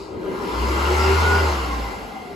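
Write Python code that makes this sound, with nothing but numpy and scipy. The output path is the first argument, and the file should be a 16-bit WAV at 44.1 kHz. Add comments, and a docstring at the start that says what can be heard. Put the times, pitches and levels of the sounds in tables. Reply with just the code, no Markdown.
"""A wall-mounted hand dryer spins up for just over a second, then winds down, in a small tiled restroom.
Fan speed drives the rush of air and the pitch of the shaft hum, blade tone and whine; the duct and
casing ring at fixed pitches. A hollow drone shows through at the start and end, and the hard walls
answer. A hand-held microphone bumps softly and backs away, bringing the room's boom forward."""
import sys
import numpy as np
from scipy import signal
from scipy.fft import rfft, irfft, next_fast_len
from scipy.io import wavfile
from scipy.ndimage import uniform_filter1d, map_coordinates

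SR = 44100
rng = np.random.default_rng(int(sys.argv[2]) if len(sys.argv) > 2 else 0)


def to_wav(s):
    """Save 16-bit WAV."""
    ch = np.atleast_2d(s).T  # columns
    pcm = np.round(np.clip(ch, -1, 1) * 32767)  # PCM
    wavfile.write(sys.argv[1], SR, pcm.astype(np.int16))


N = 103635
FULL_SPEED_HZ = 80  # shaft turns a second


def amp(db):
    """Decibels to gain."""
    return 10 ** (np.asarray(db) / 20)


def unit(x):
    """Scale to rms 1."""
    return x / np.sqrt(np.mean(x ** 2) + 1e-20)


def along(points, hz):
    """Read (hz, value) points on a log frequency axis."""
    point_hz, values = np.transpose(points)
    return np.interp(np.log(hz + 1), np.log(point_hz + 1), values)


def curve(rows):
    """Automation lanes: one value per sample for each column after the time."""
    time_s, *lanes = np.transpose(rows)
    return np.squeeze([np.interp(np.arange(N) / SR, time_s, lane) for lane in lanes])


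def wobble(rate):
    """A smooth random curve, rate knots a second."""
    return map_coordinates(rng.standard_normal(4096), [np.arange(N) * rate / SR], mode="wrap")


def filtered(x, response):
    """EQ x with a gain that is a function of frequency."""
    size = next_fast_len(N + SR // 2)
    return irfft(rfft(x, size) * response(np.fft.rfftfreq(size, 1 / SR)), size)[..., :N]


def shape(points):
    """EQ curve through (freq_hz, gain_db) points, falling steeply outside them."""
    low, high = points[0][0], points[-1][0]
    return lambda hz: amp(along(points, hz)) * np.minimum(1, np.minimum(hz / low, high / (hz + 1))) ** 6


def resonances(modes):
    """EQ curve of (centre_hz, width_hz, gain_db) resonances, summed in power."""
    def peak(hz, centre, width):
        return hz * width / (centre ** 2 - hz ** 2 + 1j * hz * width)
    return lambda hz: np.sqrt(sum(np.abs(amp(db) * peak(hz, c, w)) ** 2 for c, w, db in modes))


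def wall_ripple(hz, depth_db=4.5, spacing_hz=22.38):
    """Standing waves between hard walls: fine peaks and dips, shallower below 2 kHz."""
    pattern = np.tanh(map_coordinates(rng.standard_normal(4096), [hz / spacing_hz], mode="wrap"))
    return amp(depth_db * np.clip(hz / 2000, 0, 1) * pattern)


def rush(response, patchy_db):
    """Coloured stereo noise of rms 1, with turbulent patches in time and frequency."""
    # likeness of the spaced microphones: freq_hz, correlation (clipped below)
    likeness = [(60, 0.93), (170, 0.76), (420, 0.72), (680, 0.17), (880, 0.48), (1150, 0.19), (1750, -0.49),
                (2200, 0.49), (3400, 0.49), (4300, 0.69), (5600, 0.28), (7000, 1), (7900, 0.39),
                (8400, -1.36), (9500, -1.74), (10100, 0.73), (11800, 0.98), (12600, -1.5), (13600, -0.73),
                (14600, 0.4)]

    def mid_side_eq(hz):
        angle = np.arccos(np.clip(along(likeness, hz), -.98, 1)) / 2
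        return response(hz) * np.array([np.cos(angle) * wall_ripple(hz), np.sin(angle) * wall_ripple(hz)])

    spectra = signal.stft(rng.standard_normal((2, N)), nperseg=512)[2]
    patches = uniform_filter1d(rng.standard_normal(spectra.shape[1:]), size=6, axis=0)
    patches = uniform_filter1d(patches, size=12, axis=1)
    turbulence = signal.istft(spectra * amp(patchy_db * unit(patches)), nperseg=512)[1][:, :N]
    mid, side = filtered(turbulence, mid_side_eq)
    return unit(np.array([mid + side, mid - side]))


def tone(base_hz, order, rough, spread=0):
    """A harmonic of base_hz, shaken by rough radians of turbulence, spread radians apart in stereo."""
    phase = 2 * np.pi * order * np.cumsum(base_hz) / SR + rough * wobble(70)
    return np.sqrt(2) * np.sin(phase + spread * np.array([[.5], [-.5]]))


def room(x, wet_db, t60_s=0.43):
    """A source plus the ring of the tiled walls, different at each ear."""
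    t = np.arange(SR // 2) / SR
    tail = rng.standard_normal((2, len(t))) * amp(-60 * t / t60_s)
    wet = signal.fftconvolve(x, tail / np.linalg.norm(tail[0]), axes=1)[:, :N]
    return x + amp(wet_db) * np.std(x) * unit(wet)


def background(floor_db=-42, hiss_db=-41, fade_db_per_s=85):
    """Restroom room tone, and a brief hiss dying away at the start."""
    # colours of the room tone and of the hiss: freq_hz, gain_db
    floor_eq = [(40, -8), (160, -18), (260, -2), (330, -10.5), (430, -20), (620, -14.5), (780, -9),
                (1000, -19), (1800, -44), (4500, -29.5), (8000, -85), (15000, -60)]
    hiss_eq = [(600, -17), (1350, -5), (1700, -35), (2600, -15), (3300, -28), (3900, -20.5), (4700, -17.5),
               (6000, -23.5), (8000, -24), (12000, -37)]
    hiss = amp(hiss_db - fade_db_per_s * np.arange(N) / SR) * rush(shape(hiss_eq), patchy_db=2.0)
    return amp(floor_db) * rush(shape(floor_eq), patchy_db=3.5) + hiss


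def drone():
    """A hollow note that swells to a hoot, inside a fluttering resonance."""
    # the clear note: time_s, pitch_hz, level_db
    note = [(0, 386, -42), (.15, 388, -43.5), (.22, 386, -37.5), (.29, 385, -27.5), (.37, 382, -42),
            (.43, 390, -31.5), (.5, 386, -52), (.56, 386, -35), (.8, 386, -48), (2.2, 395, -64),
            (2.29, 397, -37.5), (2.35, 393, -41.5)]
    # the flutter around it: time_s, level_db
    flutter_fader = [(0, -41.5), (.12, -33), (.23, -30), (.29, -28), (.34, -25), (.39, -32), (.6, -31.5),
                     (.8, -36.5), (1.6, -51), (1.98, -43.5), (2.22, -47), (2.29, -37.5), (2.35, -39)]
    # its hollow body: centre_hz, width_hz, gain_db
    modes = [(194.6, 25, -10.5), (319, 19, -5.5), (380, 56, -1), (510, 120, -11)]
    pitch_hz, note_db = curve(note)
    flutter = rush(lambda hz: resonances(modes)(hz) / (1 + (hz / 700) ** 4), patchy_db=1.9)
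    return amp(note_db) * tone(pitch_hz, order=1, rough=0.36) + amp(curve(flutter_fader)) * flutter


def handling_rumble():
    """Soft low bumps of the moving hand-held microphone."""
    # the bumps: time_s, level_db
    fader = [(0, -47), (.08, -49), (.14, -38), (.22, -49), (.32, -46), (.39, -45), (.48, -49), (.65, -35),
             (.9, -48), (1.5, -45), (1.93, -42.5), (2.15, -55.5), (2.35, -61)]
    return amp(curve(fader)) * rush(shape([(45, 1.5), (80, 6.2), (125, 2.0)]), patchy_db=1.0)


def flow(response, speed, level_db, rise_db, fall_db, lag_s, patchy_db):
    """Air noise: up rise_db per doubling of speed under power, down fall_db per halving when coasting."""
    t = np.arange(N) / SR
    slope_db = np.where(np.arange(N) < np.argmax(speed), rise_db, fall_db)
    gain_db = np.interp(t - lag_s, t, slope_db * np.log2(speed / FULL_SPEED_HZ))
    return amp(level_db + gain_db) * rush(response, patchy_db)


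def air(speed):
    """The air stream roars, rings the duct and casing, and leaves the nozzle as hiss and fizz."""
    # colours of the stream, low to high: freq_hz, gain_db
    roar_eq = [(100, -12.5), (135, -13), (170, -9), (260, -12), (450, -1), (570, -6.5), (700, -9),
               (790, -4), (950, -2.5), (1150, -4.5), (1290, -8), (1400, -2.5), (1520, -11.5), (1750, -19.5)]
    hiss_eq = [(1700, -0.5), (2100, 3), (2330, -3.5), (2560, 0), (2800, 3.5), (3080, -3.5), (3400, -4.5),
               (3850, -6.5), (4300, -3), (4900, -4.5), (5400, -6), (6100, -12), (7000, -12.5), (7800, -13)]
    fizz_eq = [(7800, -2.5), (10000, -2.5), (11500, 1), (13000, -6), (15700, -13)]
    # resonances of duct and casing: centre_hz, width_hz, gain_db
    duct_modes = [(177, 12, -4), (230.5, 16, -1), (816, 4.9, -1), (918, 29, -2), (990, 28, -3),
                  (1060, 47, -3), (1245, 28, -2)]
    casing_modes = [(1626, 34, 5), (1930, 60, -8), (2050, 100, 1), (2095, 16, -6), (2392, 70, -2),
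                    (2750, 50, -6), (2910, 30, -7), (3190, 24, -7.5), (4044, 34, -6), (4220, 13, -15)]
    # the microphone drifts in and out of the nozzle's bright sound: time_s, treble_gain_db
    nozzle_aim = [(0, -18), (.25, -5.5), (.45, -1.5), (.65, 1), (.88, 1.5), (.98, 3.5), (1.12, 2),
                  (1.22, 1.5), (1.38, 0.5), (1.55, 0.5), (1.75, -0.5), (2.0, -1.5), (2.35, -3.5)]
    roar = flow(shape(roar_eq), speed, level_db=-22, rise_db=18.5, fall_db=21, lag_s=.002, patchy_db=1.6)
    duct = flow(resonances(duct_modes), speed,
                level_db=-31, rise_db=10.5, fall_db=30.5, lag_s=.004, patchy_db=3.5)
    casing = flow(resonances(casing_modes), speed,
                  level_db=-35, rise_db=12.5, fall_db=16, lag_s=.004, patchy_db=2.0)
    hiss = flow(shape(hiss_eq), speed,
                level_db=-30.5, rise_db=16, fall_db=15.5, lag_s=-.019, patchy_db=1.6)
    fizz = flow(shape(fizz_eq), speed,
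                level_db=-45.5, rise_db=10.5, fall_db=11, lag_s=-.015, patchy_db=0.8)
    return roar + duct + hollow_band() + casing + amp(curve(nozzle_aim)) * (hiss + fizz)


def hollow_band(width_hz=123, side_db=-5):
    """A narrow resonance in the roar that glides as the microphone moves against a nearby wall."""
    # the glide: time_s, centre_hz, level_db
    sweep = [(0, 951, -56), (.36, 972, -43.5), (.48, 976, -40), (.62, 1011, -29), (.8, 946.6, -37),
             (.95, 870, -33), (1.08, 930, -30), (1.3, 889.4, -35), (1.45, 908, -37), (1.55, 1149, -36.5),
             (1.76, 1065, -37), (1.9, 982, -49), (2.35, 806, -55)]
    centre_hz, level_db = curve(sweep)
    low_noise = filtered(rng.standard_normal((2, 2, N)), lambda hz: 1 / (1 + (2 * hz / width_hz) ** 4))
    phase = 2 * np.pi * np.cumsum(centre_hz) / SR
    mid, side = low_noise[0] * np.cos(phase) + low_noise[1] * np.sin(phase)  # shifted up to the centre
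    return amp(level_db) * unit(mid + amp(side_db) * np.array([side, -side]))


def fan(speed):
    """Hum, blade tone, whine and weak overtones, all harmonics of the turning shaft."""
    # hum of the unbalanced fan: time_s, level_db
    hum_fader = [(0, -77), (.35, -55), (.5, -43), (.56, -29), (.62, -22), (.77, -24.5), (1.08, -19.5),
                 (1.46, -20.5), (1.56, -26), (1.68, -28.5), (1.76, -27), (1.87, -29.5), (1.96, -51),
                 (2.05, -40), (2.2, -67), (2.35, -73)]
    # blade tone, hooting where it crosses resonances: time_s, level_db, roughness_rad
    blade_lanes = [(0, -59, 1), (.45, -45, .7), (.55, -40, 0.76), (.65, -41, 0.51), (.72, -29.5, 0.77),
                   (.85, -37.5, 0.51), (.915, -21.5, .2), (.97, -34, 0.29), (1.03, -27, .2),
                   (1.09, -20, 0.049), (1.13, -21, .05), (1.22, -42.5, 0.34), (1.29, -24.5, 0.13),
                   (1.41, -31.5, .6), (1.46, -31.5, 0.44), (1.58, -38, 0.65), (1.8, -44, .7),
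                   (1.9, -59, 0.68), (2.35, -47, .8)]
    # whine, clean only at top speed: time_s, level_db, roughness_rad
    whine_lanes = [(.3, -70, 2), (.49, -36, 1.1), (.64, -39, 2.1), (.88, -36, 1.23), (.99, -31, 1.3),
                   (1.07, -33, 1.1), (1.14, -29, .7), (1.22, -33, 0.88), (1.275, -22, 0.17),
                   (1.37, -27, 0.17), (1.43, -40, 0.74), (1.64, -46, 1.2), (1.7, -31, 1.3),
                   (1.78, -34, 0.68), (1.87, -47, 1.77), (2.11, -62, 1), (2.16, -37, 0.704),
                   (2.22, -46, .9), (2.28, -39, .7), (2.35, -49, .9)]
    # weak overtones: multiples of the shaft speed, and level_db of each at full speed
    weak_orders = (2, 3, 4, 6)
    weak_db = (-56.5, -47, -40, -43)
    blade_db, blade_rough = curve(blade_lanes)
    whine_db, whine_rough = curve(whine_lanes)
    hum = amp(curve(hum_fader)) * tone(speed, order=1, rough=0.018)
    blade = room(amp(blade_db) * tone(speed, order=5, rough=blade_rough, spread=0.66), wet_db=-12.5)
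    whine = room(amp(whine_db) * tone(speed, order=18, rough=whine_rough, spread=1.2), wet_db=-4.5)
    weak = sum(amp(db) * tone(speed, order=k, rough=0.56) for k, db in zip(weak_orders, weak_db))
    return hum + blade + whine + weak * (speed / FULL_SPEED_HZ) ** 3


def cover_ring(speed, growth_power=2.44):
    """The cover rings thinly in two unsteady modes, louder the faster the fan turns."""
    # the modes at full speed: pitch_hz, level_db
    modes = [(2016, -50), (2104, -51.5)]
    ring = sum(amp(db + 6.8 * wobble(12.75)) * tone(np.full(N, hz), order=1, rough=1.0)
               for hz, db in modes)
    return room(ring * (speed / FULL_SPEED_HZ) ** growth_power, wet_db=3.5)


def room_boom():
    """Low modes of the small room, stirred by the air."""
    # the room's modes: centre_hz, width_hz, gain_db
    modes = [(188.4, 5.3, -2), (217, 14, -6), (294, 9.3, -1), (440, 18, -11), (539.7, 31, -8.5),
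             (635.3, 31, -8), (714, 20, -5), (794, 22, 0.5)]
    # the boom comes forward as the microphone backs away: time_s, level_db
    fader = [(0, -75), (1.4, -51), (1.7, -33.5), (1.98, -38.5), (2.15, -38.5), (2.35, -52)]
    boom = rush(lambda hz: resonances(modes)(hz) / (1 + (hz / 1100) ** 4), patchy_db=-0.5)
    return amp(curve(fader)) * boom


def scene():
    """One short run of the dryer, and the room around it."""
    # the fan spins up, then coasts: time_s, shaft_hz
    spin = [(0, 21.84), (.2, 34.48), (.42, 51.5), (.6, 60), (.72, 66.3), (.85, 71), (1.0, 75.3),
            (1.15, 78.46), (1.3, 80.6), (1.4, 80.2), (1.48, 74.8), (1.6, 65.4), (1.7, 60.1), (1.78, 57.8),
            (1.88, 54.86), (1.98, 49.26), (2.13, 43.7), (2.35, 39)]
    speed = uniform_filter1d(curve(spin), size=2205, mode="nearest")  # smoothed over 50 ms
    dryer = air(speed) + fan(speed) + cover_ring(speed)
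    return dryer + drone() + room_boom() + handling_rumble() + background()


def record(dry, drift_db_per_s=-0.7, drift_zero_s=0.16, top_hz=15750):
    """The band-limited microphones lean left, and the balance drifts rightward as they back away."""
    # stereo lean: freq_hz, left_over_right_db
    lean = [(60, 1), (150, 1.5), (350, 2), (700, 4.5), (1400, 2), (2800, 2.5), (5600, 2.5), (9000, 0.5)]
    drift = amp(np.outer([.5, -.5], drift_db_per_s * (np.arange(N) / SR - drift_zero_s)))
    return filtered(dry * drift, lambda hz: amp(np.outer([.5, -.5], along(lean, hz))) * (hz < top_hz))


dry = scene()
out = record(dry)
to_wav(out)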